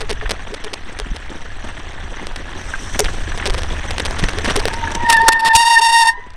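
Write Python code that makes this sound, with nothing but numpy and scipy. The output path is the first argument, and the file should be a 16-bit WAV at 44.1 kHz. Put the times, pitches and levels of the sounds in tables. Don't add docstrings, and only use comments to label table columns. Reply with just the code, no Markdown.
import sys
import numpy as np
from scipy import signal
from scipy.fft import rfft, irfft
from scipy.io import wavfile
from scipy.ndimage import uniform_filter1d

SR = 44100
rng = np.random.default_rng(int(sys.argv[2]) if len(sys.argv) > 2 else 0)


def bounce(signal):
    frames = np.transpose(np.atleast_2d(signal))
    limited = np.clip(frames, -1, 1)
    pcm = np.round(limited * 32767).astype(np.int16)
    wavfile.write(sys.argv[1], SR, pcm)


N = 280476
TIME = np.arange(N) / SR
TOUCH_S, BITE_S, LOCK_S, RELEASE_S = 4.694, 5.0, 5.56, 6.088
WATER_S = 2.576


# time_s, level_db
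BITE_LEVEL = [(5.0, -21), (5.07, -17), (5.102, -6.5), (5.15, -9), (5.194, -20), (5.21, -5.5), (5.24, -16),
              (5.28, -4), (5.31, -14), (5.385, -20), (5.45, -9), (5.528, -14.5), (5.55, -4.5)]
# time_s, recovery_s, buzz_dip_db
GRIP_LOSSES = [(5.644, .011, -8.5), (5.693, 0.006, -4.5), (5.77, .011, -12.5), (5.806, 0.0076, -21),
               (5.882, 0.0092, -5.5), (5.914, 0.0092, -9), (6.046, 0.013, -10.5), (6.067, 0.0035, -11.5)]

def brake(hold_db=-8.5, octave_db=-9, coupling_db=-4.5, drag_db=-24.5):
    locked = after(LOCK_S, ramp_s=0.017)
    slip_db = sum(db * np.exp(-((TIME - s) / recovery_s) ** 2) for s, recovery_s, db in GRIP_LOSSES)
    phase = 2 * np.pi * np.cumsum(disc_pitch(slip_db)) / SR
    level_db = (1 - locked) * curve(BITE_LEVEL) + locked * (hold_db + 0.6 * slip_db)
    swing = braking() * gain_of(level_db + 1.5 * wander(65))
    low = swing * np.cos(phase)
    octave = swing * np.cos(2 * phase + 0.5 * wander(42)) * gain_of(octave_db + 4.2 * wander(53))
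    high = octave + shrieks()
    buzz = locked_buzz(phase, locked, slip_db)
    rasp = pad_rasp(phase, drag=gain_of(drag_db) * swing * (1 - locked))
    coupled = butterworth(high * (low + high / 2), 4, 2200, "high")
    return low + high + gain_of(coupling_db) * (1 - locked) * coupled + buzz + rasp


def disc_pitch(slip_db, disc_hz=907, sharp_hz=47.98, settle_s=0.1, lock_rise_hz=23.97, sink_hz_per_s=27):
    settling = sharp_hz * np.exp(-(since(BITE_S) / settle_s) ** 2)
    held = after(LOCK_S) * (lock_rise_hz - sink_hz_per_s * (TIME - LOCK_S))
    waver = 1 + 0.0055 * wander(55)
    return (disc_hz + settling + held + 1.52 * slip_db) * waver


def braking(release_db_per_s=612):
    return after(BITE_S) * gain_of(-release_db_per_s * since(RELEASE_S))


# peak_s, length_s, level_db, pitch_hz
SHRIEK_BURSTS = [(5.062, 0.049, -14, 1830), (5.142, 0.066, -5.5, 1827), (5.182, 0.047, -6, 1740),
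                 (5.346, 0.14, -11.5, 1830), (5.469, 0.026, -8.5, 1832), (5.513, 0.053, -4.5, 1802),
                 (5.772, 0.054, -4.5, 1813), (5.979, 0.23, -13, 1854), (6.093, 0.034, -7.5, 1845)]

def shrieks(waver=0.00922):
    clock = np.cumsum(1 + waver * wander(108)) / SR
    return sum(gain_of(db) * swell(s, length) * np.cos(2 * np.pi * hz * clock)
               for s, length, db, hz in SHRIEK_BURSTS)


# frequency_hz, level_db
BUZZ_SPECTRUM = [(1900, -11.5), (2750, 3), (4650, 1), (5500, 2), (5900, -13), (6500, -6), (7300, -12),
                 (9250, -2.5), (9900, -13), (11200, -15), (13000, -26), (15000, -51)]
# frequency_hz, level_db
SCRAPE_SPECTRUM = [(2000, -14), (5250, 4), (5900, -10), (8100, 5.5), (9300, 6.5), (9900, -4), (15000, -43)]

def locked_buzz(phase, locked, slip_db, level_db=-17, scrape_db=-11.5):
    harmonics = evened(colour(stick_slip(phase, jitter_rad=0.105, scrape_db=-15), BUZZ_SPECTRUM))
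    pulsed_noise = np.exp(np.cos(phase)) * rng.standard_normal(N)
    scrape = patchy(colour(pulsed_noise, SCRAPE_SPECTRUM), depth_db=-3.5) * gain_of(scrape_db)
    envelope = locked * braking() ** 1.35 * gain_of(level_db + slip_db + 0.5 * wander(87))
    return (harmonics + scrape) * envelope


# start_s, length_s, force_db
PAD_GRABS = [(5.085, 0.067, -23.5), (5.098, 0.009, -10), (5.125, 0.0094, -13), (5.166, 0.0075, -20.5),
             (5.217, 0.0023, -22), (5.281, 0.011, -5.5), (5.32, 0.016, -17), (5.392, 0.0204, -25.5),
             (5.445, 0.047, -19.5), (5.532, 0.018, -25), (5.549, 0.021, -6)]
# frequency_hz, level_db
RASP_SPECTRUM = [(400, -3), (1200, 4), (2600, 0), (5400, -1), (6500, -16), (9200, -15.5), (13000, -29),
                 (16000, -52.5)]

def pad_rasp(phase, drag):
    friction = stick_slip(phase, jitter_rad=0.34, scrape_db=-3.5)
    force = drag.copy()
    for s, length, db in PAD_GRABS:
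        add(force, s, gain_of(db) * signal.windows.tukey(int(length * SR), 0.25))
    return colour(friction, RASP_SPECTRUM) * force + colour(friction, CRACK_SPECTRUM) * force ** 1.49


def stick_slip(phase, jitter_rad, scrape_db):
    slip_phase = phase + jitter_rad * wander(240)
    harmonics = evened(sum(gain_of(1.3 * wander(50)) * np.cos(k * slip_phase) for k in range(3, 16)))
    scrape = evened(np.exp(np.cos(phase)) * rng.standard_normal(N) * gain_of(3.5 * wander(18)))
    return evened(harmonics + gain_of(scrape_db) * scrape)


def rub(disc_hz=918, waver_hz=30, level_db=-28.5):
    touching = after(TOUCH_S, ramp_s=0.13) * (1 - after(LOCK_S))
    phase = 2 * np.pi * disc_hz * TIME
    whine = wander(waver_hz) * np.cos(phase) + wander(waver_hz) * np.sin(phase)
    return whine * touching * gain_of(level_db)


def ring_out(pitch_hz=1838, level_db=-23, decay_db_per_s=130):
    envelope = after(RELEASE_S) * gain_of(level_db - decay_db_per_s * since(RELEASE_S))
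    return envelope * np.cos(2 * np.pi * pitch_hz * TIME)


# time_s, level_db
RIDE_LEVEL = [(0.0, -34), (0.64, -38), (2.41, -33), (3.63, -28.5), (4.55, -21), (4.72, -23.5),
              (5.12, -24.5), (5.61, -57), (6.17, -58), (6.36, -56)]

def ride_db():
    level = curve(RIDE_LEVEL)
    return level - level.max()


# middle_s, length_s, boost_db
GRAVEL_PATCHES = [(1.673, 0.1, 3.5), (4.497, 0.085, 9.5)]
# frequency_hz, level_db
RUMBLE_SPECTRUM = [(60, -18.5), (140, 0.5), (300, 3), (500, -3), (750, -12), (1300, -14), (3000, -96)]
GRIT_SPECTRUM = [(250, -11), (700, 7), (1400, 5), (1750, 10), (2300, 1.5), (3400, 0.5), (4600, -11.5),
                 (8000, -39), (14000, -64)]
SPRAY_SPECTRUM = [(1500, -0.5), (3500, 3), (4800, -6), (5900, 7), (7000, -5.5), (8300, 0), (10000, -14.5),
                  (12300, -25)]

def tyres(water_db=6, drying_db_per_s=9, skid_db=14):
    clumps, ride = wander(45), ride_db()
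    gravel_db = sum(db * swell(s, length) for s, length, db in GRAVEL_PATCHES)
    wet_db = water_db * after(WATER_S, ramp_s=0.004) - drying_db_per_s * since(TOUCH_S)
    skidding = after(LOCK_S) * braking()
    rumble = colour(impacts(per_s=2500, spread_db=3), RUMBLE_SPECTRUM)
    rumble *= gain_of(-33.5 + 0.65 * ride + 4.6 * clumps)
    grit = patchy(colour(impacts(per_s=4000, spread_db=4), GRIT_SPECTRUM), depth_db=3)
    grit *= gain_of(-28.5 + 0.54 * ride + clumps + wander(100) + skid_db * skidding)
    spray = patchy(colour(impacts(per_s=9000, spread_db=3.5), SPRAY_SPECTRUM), depth_db=4.5)
    spray *= gain_of(-43.5 + 0.28 * ride + 2 * clumps + wander(120) + wet_db)
    return (rumble + grit + spray) * gain_of(gravel_db)


# start_s, force_db, pitch_hz
STONE_KNOCKS = [(0.211, -15, 1780), (0.257, -12, 1670), (2.946, -11.5, 2020), (3.056, -6.5, 2800),
                (3.083, -15.5, 1590), (3.3196, -13.5, 1380), (3.398, -12, 1920), (3.4246, -13.5, 1920),
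                (3.999, -12, 2370), (4.239, -9.5, 1940), (4.287, -9.5, 2190), (4.457, -9.5, 1890),
                (4.4857, -9.5, 1830), (4.839, -11.5, 1890)]

def stones(decay_s=0.0069, bandwidth_hz=900, direct_share=0.34):
    t, out = TIME[:SR // 10], np.zeros(N)
    for s, db, hz in STONE_KNOCKS:
        force = np.exp(-t / decay_s) * rng.standard_normal(len(t))
        body = signal.lfilter(*signal.iirpeak(hz, hz / bandwidth_hz, fs=SR), force)
        add(out, s, gain_of(db) * (body + direct_share * force))
    return colour(out, GRIT_SPECTRUM) / 2


# start_s, length_s, force_db
CHATTER_BURSTS = [(.0066, 0.013, -10), (0.0949, .018, -5), (.1271, 0.0031, -6.5), (0.2944, 0.0043, -4),
                  (0.3081, 0.0093, 0), (0.5409, 0.0071, -12), (.6407, 0.0093, -10), (0.7341, 0.0074, -6),
                  (.9892, 0.0025, -7.5), (0.9997, 0.0019, -3), (1.1625, 0.004, -10.5),
                  (2.2696, 0.00092, -5), (2.3605, 0.0027, -8.5), (2.9921, 0.011, 5.5), (3.0442, 0.0041, -4),
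                  (3.3764, 0.0043, -10), (3.4569, 0.018, -0.5), (3.499, 0.0056, -1.5), (3.5388, 0.01, -6),
                  (3.5804, 0.012, -7.5), (3.634, 0.00027, -4), (3.908, 0.0038, -3), (3.9825, 0, 2.5),
                  (3.9986, .004, 1), (4.0517, 0.014, -3), (4.1098, 0, -4), (4.1876, 0.013, -7.5),
                  (4.2391, 0.0032, -1.5), (4.2865, 0.0066, -2.5), (4.3865, 0, 1.5), (4.4464, 0.018, -5),
                  (4.4982, 0.012, -3.5), (4.5581, 0.0076, 0.5), (4.5753, 0, -2.5), (4.595, 0.0072, -4),
                  (4.6545, 0.00055, 8.5), (4.678, 0.0053, -3.5), (4.7337, 0.0093, -8), (6.303, 0.0025, -27),
                  (6.336, .004, -29)]
# frequency_hz, level_db
SLAP_SPECTRUM = [(100, -5), (500, 10.5), (1200, 4), (3500, 3.5), (5500, 0.5), (7000, -10), (9200, -4.5),
                 (10500, -17), (13000, -27.5), (16000, -56)]

def chatter(spacing_s=0.0046, rebound_db=-20, rattle_per_s=10, rattle_db=-12):
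    slaps = (rng.random(N) < rattle_per_s / SR) * gain_of(rattle_db + ride_db() + 2 * rng.standard_normal(N))
    bounces = impacts(per_s=5000, spread_db=3)
    chances = rng.uniform(-1, 1, (len(CHATTER_BURSTS), 2, 12))
    for (s, length, db), chance in zip(CHATTER_BURSTS, chances):
        steps = np.linspace(0, 1, round(length / spacing_s) + 1)
        for progress, late, size in zip(steps, *chance):
            arch = np.sin(np.pi * progress)
            slap_s = s + progress * length + late * arch * spacing_s / 10
            add(slaps, slap_s, gain_of([db + 2 * arch + 2 * size]))
    rebounds = signal.oaconvolve(slaps, np.exp(-TIME[:1000] / 0.0015))[:N] * bounces
    return colour(slaps + gain_of(rebound_db) * rebounds, SLAP_SPECTRUM) * gain_of(3.5)


# start_s, force_db
PLASTIC_CRACKS = [(0.31, -11), (2.994, 1), (3.0046, -3), (4.564, -7)]
# frequency_hz, level_db
CRACK_SPECTRUM = [(3500, -21.5), (5500, -4), (9000, -4), (15000, -24.5)]

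def cracks(decay_s=0.00066):
    t, out = TIME[:SR // 10], np.zeros(N)
    for s, db in PLASTIC_CRACKS:
        add(out, s, gain_of(db) * np.exp(-t / decay_s) * rng.standard_normal(len(t)))
    return colour(out, CRACK_SPECTRUM)


# peak_s, level_db, swing_hz
JOLT_PULSES = [(.266, -12, 32), (1.033, -16, 32), (1.118, -19, 150), (1.123, -14, 34), (3.055, -9, 22),
               (3.51, -8, 21), (4.234, -8, 130), (4.24, -10, 270), (4.248, -8, 28), (4.605, -10, 20),
               (5.56, -16, 70)]

def jolts():
    out = np.zeros(N)
    for s, db, hz in JOLT_PULSES:
        phase_squared = (np.pi * hz * (TIME - s)) ** 2
        out += gain_of(db) * (1 - 2 * phase_squared) * np.exp(-np.minimum(phase_squared, 20))
    return out


# start_s, relative_level_db, glide_ratio
MOUNT_CREAKS = [(0.019, -29.5, -.1), (0.099, -24, -0.33), (0.222, -29.5, -0.036), (0.518, -29, 0.27),
                (0.654, -30.5, 0.13), (0.722, -33, 0.29), (0.992, -33, -.1), (2.996, -19.5, -0.16),
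                (3.463, -24, -0.32), (3.525, -28, 0.37), (4.371, -28.5, 0.28), (4.558, -20.5, -0.28),
                (4.654, -25, -.25), (5.222, -27.5, 0.24), (5.787, -33.5, 0.2), (6.177, -39.5, 0.18)]

def creaks(middle_hz=418, bend=0.12, roughness=0.38):
    out = np.zeros(N)
    for s, db, glide in MOUNT_CREAKS:
        length_s = 0.05 * gain_of(db) ** 0.14
        position = np.linspace(-1, 1, int(length_s * SR))
        hz = middle_hz * (1 + glide * position / 2 + bend * position ** 2)
        add(out, s, gain_of(db) * np.sqrt(1 - position ** 2) * np.sin(2 * np.pi * np.cumsum(hz) / SR))
    return out * (1 + roughness * wander(156)) * gain_of(3)


# start_s, pitch_hz, level_db
METAL_PINGS = [(2.738, 1570, -14), (4.8735, 1690, -15)]

def pings(decay_s=0.009):
    t, out = TIME[:SR // 10], np.zeros(N)
    for s, hz, db in METAL_PINGS:
        add(out, s, gain_of(db) * np.exp(-t / decay_s) * np.sin(2 * np.pi * hz * t))
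    return out * (1 + 0.5 * wander(540))


def splash(peak_s=2.965, length_s=0.92, level_db=-40, lowest_hz=3200):
    drops = colour(impacts(per_s=16000, spread_db=11), SPRAY_SPECTRUM)
    hiss = evened(butterworth(drops, 4, lowest_hz, "high"))
    return hiss * gain_of(level_db) * after(WATER_S, ramp_s=0.004) * swell(peak_s, length_s)


# peak_s, level_db
GRIT_SPITS = [(2.939, -29.5), (4.919, -25.5), (4.952, -17.5)]

def spits(length_s=0.012):
    envelope = sum(gain_of(db) * swell(s, length_s) for s, db in GRIT_SPITS)
    return colour(rng.standard_normal(N) * envelope, SPRAY_SPECTRUM)


# time_s, relative_level_db
WIND_LEVEL = [(0.0, -31.5), (0.67, -43.5), (2.25, -37), (3.79, -29), (5.0, -32.5), (5.72, -59.5),
              (6.36, -44)]
# frequency_hz, level_db
WIND_SPECTRUM = [(10, -4.5), (22, 6.5), (35, -4.5), (55, -8), (74, -2.5), (105, -12), (180, -24),
                 (400, -66.5)]

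def wind(gain_db=8, gust_hz=8.9, sway_hz=31.8, sway_db=-26.5):
    turbulence = evened(colour(rng.standard_normal(N), WIND_SPECTRUM))
    gusts = turbulence * gain_of(gain_db + curve(WIND_LEVEL) + wander(gust_hz))
    sway = wander(sway_hz) * gain_of(sway_db + 0.22 * ride_db())
    return gusts + sway


def forest(x, reverb_s=0.58, top_hz=1400):
    t, out = TIME[:SR], np.zeros(N)
    for approach, delay_s, db in [(0.084, 0.09, -0.5), (0.045, 0.026, -0.5), (-0.11, 0.02, -10)]:
        shifted = np.interp(TIME - delay_s + approach * (TIME - RELEASE_S), TIME, x)
        tail = rng.standard_normal(SR) * gain_of(-60 * t / reverb_s)
        out += signal.fftconvolve(shifted, gain_of(db) * tail / np.linalg.norm(tail))[:N]
    return butterworth(out, 2, top_hz, "low")


def impacts(per_s, spread_db):
    size = gain_of(spread_db * np.minimum(rng.exponential(1, N), 4))
    return evened(size * rng.choice([-1, 1], N) * (rng.random(N) < per_s / SR))


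def patchy(x, depth_db):
    bands = signal.stft(x, nperseg=256, noverlap=192)[2]
    across_bands = uniform_filter1d(rng.standard_normal(bands.shape), size=4, axis=0)
    patches = evened(uniform_filter1d(across_bands, size=6, axis=1))
    return evened(signal.istft(bands * gain_of(depth_db * patches), nperseg=256, noverlap=192)[1][:N])


def colour(x, spectrum):
    hz, db = np.transpose(spectrum)
    f = abs(np.fft.fftfreq(2 ** 13, 1 / SR))
    rolloff_db = 40 * np.log10(np.maximum(f / hz[-1], 1))
    log_gain = np.log(gain_of(np.interp(np.log(f + 1), np.log(hz), db) - rolloff_db))
    taps = np.fft.ifft(np.exp(np.conj(signal.hilbert(log_gain)))).real[:len(f) // 2]
    return signal.oaconvolve(x, taps / np.linalg.norm(taps))[:N]


def butterworth(x, order, cutoff_hz, kind):
    return signal.sosfilt(signal.butter(order, cutoff_hz, kind, fs=SR, output="sos"), x)


def wander(rate_hz):
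    f = np.fft.rfftfreq(N, 1 / SR)
    return evened(irfft(rfft(rng.standard_normal(N)) / (1 + (f / rate_hz) ** 4), N))


def after(s, ramp_s=0.032):
    return np.clip((TIME - s) / ramp_s + 0.5, 0, 1)


def since(s):
    return np.maximum(TIME - s, 0)


def swell(s, length_s):
    return np.cos(np.pi * np.clip((TIME - s) / length_s, -0.5, 0.5)) ** 2


def curve(rows):
    return np.interp(TIME, *np.transpose(rows))


def gain_of(db):
    return 10 ** (np.asarray(db) / 20)


def evened(x):
    return x / np.sqrt(np.mean(x ** 2) + 1e-20)


def add(mix, s, sound):
    part = mix[max(round(s * SR), 0):][:len(sound)]
    part += sound[:len(part)]


def scene(echo_db=-21):
    squeal = brake() + rub() + ring_out()
    echo = gain_of(echo_db) * forest(squeal)
    ride = wind() + tyres() + splash() + stones() + pings()
    ride += chatter() + cracks() + spits() + jolts() + creaks()
    return (squeal + echo + ride)[None]


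def record(dry, treble_hz=13500, edge_hz=15800):
    heard = butterworth(np.clip(dry, -1, 1), 8, treble_hz, "low")
    band_limit = signal.firwin(255, edge_hz, window=("kaiser", 9), fs=SR)
    return signal.oaconvolve(heard, band_limit[None], "same")


dry = scene()
out = record(dry)
bounce(out)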